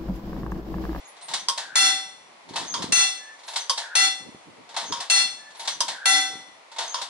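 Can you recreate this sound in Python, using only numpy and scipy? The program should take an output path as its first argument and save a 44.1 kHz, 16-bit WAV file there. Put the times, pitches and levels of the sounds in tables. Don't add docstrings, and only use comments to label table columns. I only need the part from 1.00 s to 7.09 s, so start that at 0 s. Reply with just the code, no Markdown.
import sys
import numpy as np
from scipy import signal
from scipy.fft import rfft, irfft
from scipy.io import wavfile
from scipy.ndimage import uniform_filter1d, minimum_filter1d

SR = 44100
rng = np.random.default_rng(int(sys.argv[2]) if len(sys.argv) > 2 else 0)


def int16_out(signal):
    q = np.round(np.clip(np.atleast_2d(signal).T, -1, 1) * 32767)
    wavfile.write(sys.argv[1], SR, q.astype(np.int16))


N = 268628
T = np.arange(N) / SR
RING_TIME = T[:SR]

# direction, slack_s, drive_s, clack_s, settle_s, squeak_gain_db
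SWINGS = [("left", .282, .335, .4846, .575, -3), ("right", 1.488, 1.557, 1.74, 1.82, 2),
          ("left", 2.478, 2.558, 2.696, 2.775, 1), ("right", 3.689, 3.763, 3.923, 4.002, -2),
          ("left", 4.594, 4.674, 4.805, 4.880, 1), ("right", 5.715, 5.783, 5.943, 6.013, -1)]


def undb(db):
    return 10 ** (np.asarray(db) / 20)


def unit(x):
    return x / np.sqrt(np.mean(x ** 2))


def fade(t60):
    return np.exp(-np.log(1000) * RING_TIME / max(t60, .005))


def swell(rise_s):
    return 1 - np.exp(-(RING_TIME / rise_s) ** 2)


def add(out, start_s, x):
    start = int(round(start_s * SR))
    first, end = max(start, 0), min(start + x.shape[-1], N)
    if end > first:
        out[:, first:end] += x[..., first - start:end - start]


def colour(x, points, size=2048):
    hz, db = np.transpose(points)
    grid_hz = np.linspace(1, SR / 2, size + 1)
    curve_db = np.interp(np.log(grid_hz), np.log(hz), db) - 60 * (grid_hz > SR / 3)
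    cepstrum = irfft(np.log(unit(undb(curve_db))))
    cepstrum[1:size] *= 2
    cepstrum[size + 1:] = 0
    impulse_response = irfft(np.exp(rfft(cepstrum)))
    return signal.fftconvolve(x, impulse_response[None], axes=1)[:, :x.shape[1]]


def shelf(x, hz, low_db=0, high_db=0):
    low = signal.sosfilt(signal.butter(1, hz, fs=SR, output="sos"), x)
    return low * undb(low_db) + (x - low) * undb(high_db)


def wander(rate_hz, count):
    step = max(int(SR / rate_hz), 1)
    stairs = np.repeat(rng.standard_normal(count // step + 1), step)
    return unit(uniform_filter1d(stairs, step)[:count])


def air_noise(count, split_hz=1200, pan_db=1.5, lag_samples=2, diffuse=.65):
    mid, side = rng.standard_normal((2, count))
    side = diffuse * signal.sosfilt(signal.butter(1, split_hz, "high", fs=SR, output="sos"), side)
    left = np.roll(mid + side, lag_samples) * undb(pan_db / 2)
    right = (mid - side) * undb(-pan_db / 2)
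    return unit(np.array([left, right]))


def burst(t60, treble_hz=3500, treble_stretch=.8):
    noise = air_noise(SR)
    low = signal.sosfiltfilt(signal.butter(2, treble_hz, fs=SR, output="sos"), noise)
    return low * fade(t60) + (noise - low) * fade(t60 * treble_stretch)


def ring(modes, stretch, spread_hz=6000, pan_db=-1.5, lag_s=.00004, scatter_db=2.5):
    out, t = np.zeros((2, SR)), RING_TIME[:SR // 2]
    for hz, db, t60 in modes:
        phase = rng.uniform(0, 2 * np.pi) + rng.standard_normal((2, 1)) * hz / spread_hz
        cycles = hz * (1 + 0.00492 * rng.standard_normal()) * (t - np.array([[lag_s], [0]]))
        envelope = undb(db + scatter_db * rng.standard_normal()) * fade(t60 * stretch)[:len(t)]
        out[:, :len(t)] += envelope * np.sin(2 * np.pi * cycles + phase)
    return out * swell(rise_s=0.00094) * undb([[pan_db / 2], [-pan_db / 2]])


def yard(x, wet_db, t60, build_s=0.014, dull_db=-5):
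    scatter = air_noise(SR, diffuse=1.0) * fade(t60) * (1 - np.exp(-RING_TIME / build_s))
    echo = shelf(scatter, hz=6300, high_db=dull_db)
    echo /= np.sqrt(np.sum(echo ** 2) / 2)
    return x + undb(wet_db) * signal.fftconvolve(x, echo, axes=1)[:, :N]


def hush(level_db=-51, wander_db=0.58):
    # frequency_hz, level_db
    spectrum = [(18, -61), (30, -14), (146, -29), (264, -13), (567, -.5), (822, 1), (930, 2.5), (1640, -9),
                (2000, -3), (2900, -9.5), (4300, -12), (8810, -22), (11000, -24), (14300, -60)]
    noise = unit(colour(air_noise(N, split_hz=600, pan_db=1, diffuse=1.0), spectrum))
    return noise * undb(level_db + wander_db * wander(3.82, N))


def breeze(calm_db=-70.5, wander_db=4.5, attack_s=.035, release_s=.03):
    # start_s, length_s, level_db
    gusts = [(.3, .2, -56), (.9, .07, -58), (1.5, .51, -45.5), (1.77, .14, -38), (3.22, .14, -49.5),
             (3.48, .13, -52), (3.84, .14, -51.5), (4.21, .04, -54), (4.76, .16, -54), (5.3, .1, -52)]
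    strength = undb(calm_db + wander_db * wander(5, N))
    for start_s, length_s, db in gusts:
        early, late = np.maximum(start_s - T, 0), np.maximum(T - start_s - length_s, 0)
        strength = np.maximum(strength, undb(db) * np.exp(-early / attack_s - late / release_s))
    return strength


def wind(eddy_db=3.5, eddy_rate_hz=60, buffet_hz=270, buffet_s=0.0016):
    # frequency_hz, level_db
    spectrum = [(25, -17), (60, -16), (110, -5), (180, 1), (330, 0), (550, -6.5), (1000, -32), (2500, -75)]
    # centre_s, level_db
    buffets = [(1.51, -32.5), (1.843, -20), (1.928, -12.5), (1.976, -28), (3.348, -33), (5.356, -35)]
    eddies = air_noise(N, split_hz=150, pan_db=-0.5, diffuse=1.0)
    eddies *= undb(eddy_db * wander(eddy_rate_hz, N))
    out = unit(colour(eddies, spectrum)) * breeze()
    for centre_s, db in buffets:
        t = T - centre_s
        out += undb(db) * np.exp(-(t / buffet_s) ** 2) * np.sin(2 * np.pi * buffet_hz * t)
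    return out


def pivots(jitter=0.023, slip_rate_hz=450, rasp=0.51, rasp_rate_hz=420, taper=0.63, lag_s=.00004):
    squeaks = {"left": [(-.25, .1, 10020, -.02, -54, .6), (-.104, .048, 6070, -.06, -41, .35),
               (.085, .12, 1690, -.4, -46.5, 1.05), (.18, .13, 1590, .07, -44.3, .8)],
               "right": [(-.092, .14, 6450, .12, -41.5, .7), (.437, .19, 1745, .03, -51, .27)]}
    # start_s, length_s, pitch_hz, glide_octaves, level_db, roughness
    strays = [(.041, .04, 6680, .03, -55, .5), (.063, .05, 10050, -.02, -54, .4),
              (.209, .06, 8640, .03, -46.5, .35)]
    out = np.zeros((2, N))
    regular = [(clack_s + after_s, length_s, pitch_hz, glide, db + swing_db, roughness)
               for direction, _, _, clack_s, _, swing_db in SWINGS
               for after_s, length_s, pitch_hz, glide, db, roughness in squeaks[direction]]
    for start_s, length_s, pitch_hz, glide, db, roughness in regular + strays:
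        count = int(length_s * SR)
        hz = pitch_hz * 2 ** (glide * np.linspace(-.5, .5, count))
        hz *= 1 + jitter * roughness * wander(slip_rate_hz, SR)[:count]
        chatter = wander(rasp_rate_hz, SR) + 1j * wander(rasp_rate_hz, SR)
        grip = 1 - min(roughness, 1) + rasp * roughness * chatter[:count]
        cycles = np.cumsum(hz) / SR - hz * np.array([[lag_s], [0]])
        tone = (grip * np.exp(2j * np.pi * cycles)).imag
        add(out, start_s, undb(db) * unit(tone * signal.windows.tukey(count, taper)))
    return out


def linkage(modes_db=-7.5, stretch_per_s=2.6, bounce_s=0.006, bounce_t60=0.063, rise_s=0.002):
    knocks = {"left": [(-36, .6, 2, -2), (-21, .29, -8, -3), (-26, .34, -.5, -1)],
              "right": [(-45.5, .45, 5, -5), (-27, .52, 3.5, 0), (-28, .29, -1.5, -2)]}
    ticks = {"left": [(.17, -50, .3, 2, -10), (.125, -47, .45, 3, -4), (.025, -39, .45, 4, 2)],
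             "right": [(.022, -46, .25, 13, 0)]}
    # frequency_hz, level_db
    spectrum = [(70, -45.5), (200, -25.5), (450, -10), (750, 3.5), (1000, 4.5), (1250, -3), (1900, -.5),
                (2500, -8), (3500, 5), (4600, 1.5), (6000, -2), (8500, -5.5), (11000, -14)]
    # frequency_hz, level_db, base_t60_s
    modes = [(690, -9, .25), (915, -3, .25), (2180, -10, .2), (2630, -9, .2), (3720, -4, .2),
             (4140, -2, .22), (4380, -5, .2), (5430, -7, .15), (7560, -11, .18), (8580, -12, .18)]
    out = np.zeros((2, N))
    for direction, slack_s, drive_s, _, settle_s, _ in SWINGS:
        blows = [(s, *knock) for s, knock in zip((slack_s, drive_s, settle_s), knocks[direction])]
        blows += [(drive_s - lead_s, *tick) for lead_s, *tick in ticks[direction]]
        for start_s, db, t60, body_db, rattle_db in blows:
            knock = colour(burst(t60) * swell(rise_s), spectrum)
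            knock += undb(modes_db) * ring(modes, stretch_per_s * t60)
            add(out, start_s, undb(db) * shelf(knock, hz=2250, low_db=body_db))
            rattle = colour(air_noise(SR) * fade(bounce_t60), spectrum)
            add(out, start_s + bounce_s, undb(db + rattle_db) * rattle)
    return out


def rocker(modes_db=-5, snap_db=4, snap_t60=0.053, bounce_s=.013, bounce_db=-10):
    clacks = {"left": (-18.8, .22, .8), "right": (-21.3, .5, -18)}
    # frequency_hz, level_db
    spectrum = [(80, -62), (250, -45.5), (550, -7), (800, -14.5), (1000, 6.5), (1300, -6.5), (2500, -15),
                (3400, 0.5), (4200, -6), (5200, 2), (7000, -8.5), (9000, -8), (11000, -13)]
    # frequency_hz, level_db, base_t60_s
    modes = [(939, -3, 0.22), (1000, -15, 0.3), (1083, -7.5, 0.22), (3190, -7, 0.18), (3250, 1, 0.075),
             (3720, -11, 0.27), (4520, 1.5, 0.11), (4950, 10, 0.04), (5043, 0.5, 0.084), (6040, 2.5, 0.083),
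             (8400, -3.5, 0.079)]
    out = np.zeros((2, N))
    for direction, _, _, clack_s, _, _ in SWINGS:
        db, t60, treble_db = clacks[direction]
        for delay_s, blow_db, stretch in ((0, 0, 1), (bounce_s, bounce_db, .5)):
            impact = burst(t60 * stretch) + air_noise(SR) * undb(snap_db) * fade(snap_t60)
            clack = undb(-3) * colour(impact, spectrum) + undb(modes_db) * ring(modes, stretch)
            add(out, clack_s + delay_s, undb(db + blow_db) * shelf(clack, hz=3000, high_db=treble_db))
    return out


def case_clatter(stretch, clatter_db=-8.7, clatter_t60=0.57, crack_db=-2, crack_t60=0.09):
    # frequency_hz, level_db
    spectrum = [(60, -66), (150, -41), (400, -13.5), (800, 1.5), (1200, -1), (1750, 3), (2300, 0.5),
                (3000, 0.5), (4000, 5.5), (5500, -2), (7000, -2), (9000, -4.5), (11000, -23)]
    envelope = undb(clatter_db) * fade(clatter_t60 * stretch) + undb(crack_db) * fade(crack_t60)
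    return colour(air_noise(SR, pan_db=1.0) * envelope, spectrum)


def gong_partial(hz, twin_gain=.42, detune=0.0055, shiver_depth=.27, shiver_rate_hz=110):
    beat_hz = hz * detune * rng.standard_normal()
    twin_phase = np.exp(2j * np.pi * rng.random((2, 1)))
    beat = twin_gain * min(hz / 2000, 1) * np.exp(2j * np.pi * beat_hz * RING_TIME) * twin_phase
    shiver = shiver_depth * (wander(shiver_rate_hz, SR) + 1j * wander(shiver_rate_hz, SR))
    return (1 + beat + shiver) * np.exp(2j * np.pi * (hz * RING_TIME + rng.random()))


def gong(after_db=-41.5, after_t60=1.4, rise_s=0.0023, build_cycles=9, favour_width_hz=60):
    # start_s, level_db, striking_place, decay_stretch, favoured_hz, favour_db
    strikes = [(-.38, -9, 1.4, .8, 1992, 0), (.755, -6, .18, .93, 7177, 3),
               (1.921, -7.5, -1.7, .83, 6165, 4), (2.952, -5.3, -.3, .66, 1992, 3.5),
               (4.098, -7, -1.6, .76, 4312, 4.5), (5.055, -9.7, 1.1, 1, 1992, 2.5)]
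    # frequency_hz, level_db, base_t60_s, place_slope_db, left_minus_right_db, left_lead_rad
    modes = [ (301, -26, .62, 3, 0, -.1), (771, -12.5, .56, 5, 0, -.4), (1350, -10.5, .48, 2, -7, 0),
             (1540, -18.5, .55, 4, -2, -.1), (1992, -6.7, .55, 2.8, 4, -.4), (2288, -15.5, .5, 0, 0, -1.5),
             (2701, -3.3, .43, -2.5, 5, -1.8), (3402, -14.5, .5, 1, 3, .7), (3474, -2.9, .51, 1, 2, 2.1),
             (3871, -14.5, .55, 1, 3, -1.8), (4037, -15, .52, -1, 2, -.9), (4167, -15, .44, 0, 6, .9),
             (4312, -4.3, .5, -1, 6, .9), (4404, -14, .45, 0, 6, .8), (5206, -6.2, .46, -1, -1, -1.7),
             (5324, -13.5, .45, -1, 0, -1.7), (5620, -15, .52, 0, 0, -1.9), (5729, -9.5, .62, 1, 0, -1.8),
             (6165, -3.2, .43, -2, 3, -1.8), (6761, -11.5, .45, 2, 0, -2.2), (7177, -5.8, .45, 0, 2, 1.3),
             (7994, -15, .44, -1, 3, 2.4), (8284, -1.5, .39, -1, 4, 2.5), (8666, -19, .7, 0, 2, 2.5),
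             (9281, -18, .41, 0, 2, 2.3), (9433, -8.5, .42, 0, 2, 2.3), (10649, -10, .37, 2, -8, -2.5)]
    out = np.zeros((2, N))
    for start_s, db, place, stretch, favoured_hz, favour_db in strikes:
        clang = case_clatter(stretch)
        for hz, mode_db, t60, place_slope_db, pan_db, lead_rad in modes:
            envelope = fade(t60 * stretch) + undb(after_db) * fade(after_t60)
            envelope *= 1 - np.exp(-hz * RING_TIME / build_cycles)
            ports = np.array([[undb(pan_db / 2) * np.exp(1j * lead_rad)], [undb(-pan_db / 2)]])
            nearness = np.exp(-((hz - favoured_hz) / favour_width_hz) ** 2)
            drive_db = place * place_slope_db + favour_db * nearness
            clang += undb(mode_db + drive_db) * envelope * (ports * gong_partial(hz)).imag
        add(out, start_s, undb(db) * clang * swell(rise_s))
    return out


def scene():
    impacts = yard(gong() + linkage() + rocker(), wet_db=-15.5, t60=0.36)
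    squeaks = yard(pivots(), wet_db=-2.5, t60=0.16)
    return impacts + squeaks + wind() + hush()


def record(dry, ceiling_db=-15.7, knee=8, sense_s=0.0045, hold_s=0.0017, rumble_hz=65, top_hz=11050):
    dry = signal.sosfilt(signal.butter(2, rumble_hz, "high", fs=SR, output="sos"), dry)
    sense, hold = int(sense_s * SR) + 1, int(hold_s * SR) + 1
    power = uniform_filter1d(np.mean(dry ** 2, axis=0), sense)
    gain = (1 + (np.sqrt(abs(power)) / undb(ceiling_db)) ** knee) ** (-1 / knee)
    held_gain = minimum_filter1d(gain, hold, origin=(hold - 1) // 2)
    limited = dry * uniform_filter1d(held_gain, sense)
    return signal.sosfilt(signal.ellip(10, .2, 80, top_hz, fs=SR, output="sos"), limited)


dry = scene()
out = record(dry)
int16_out(out)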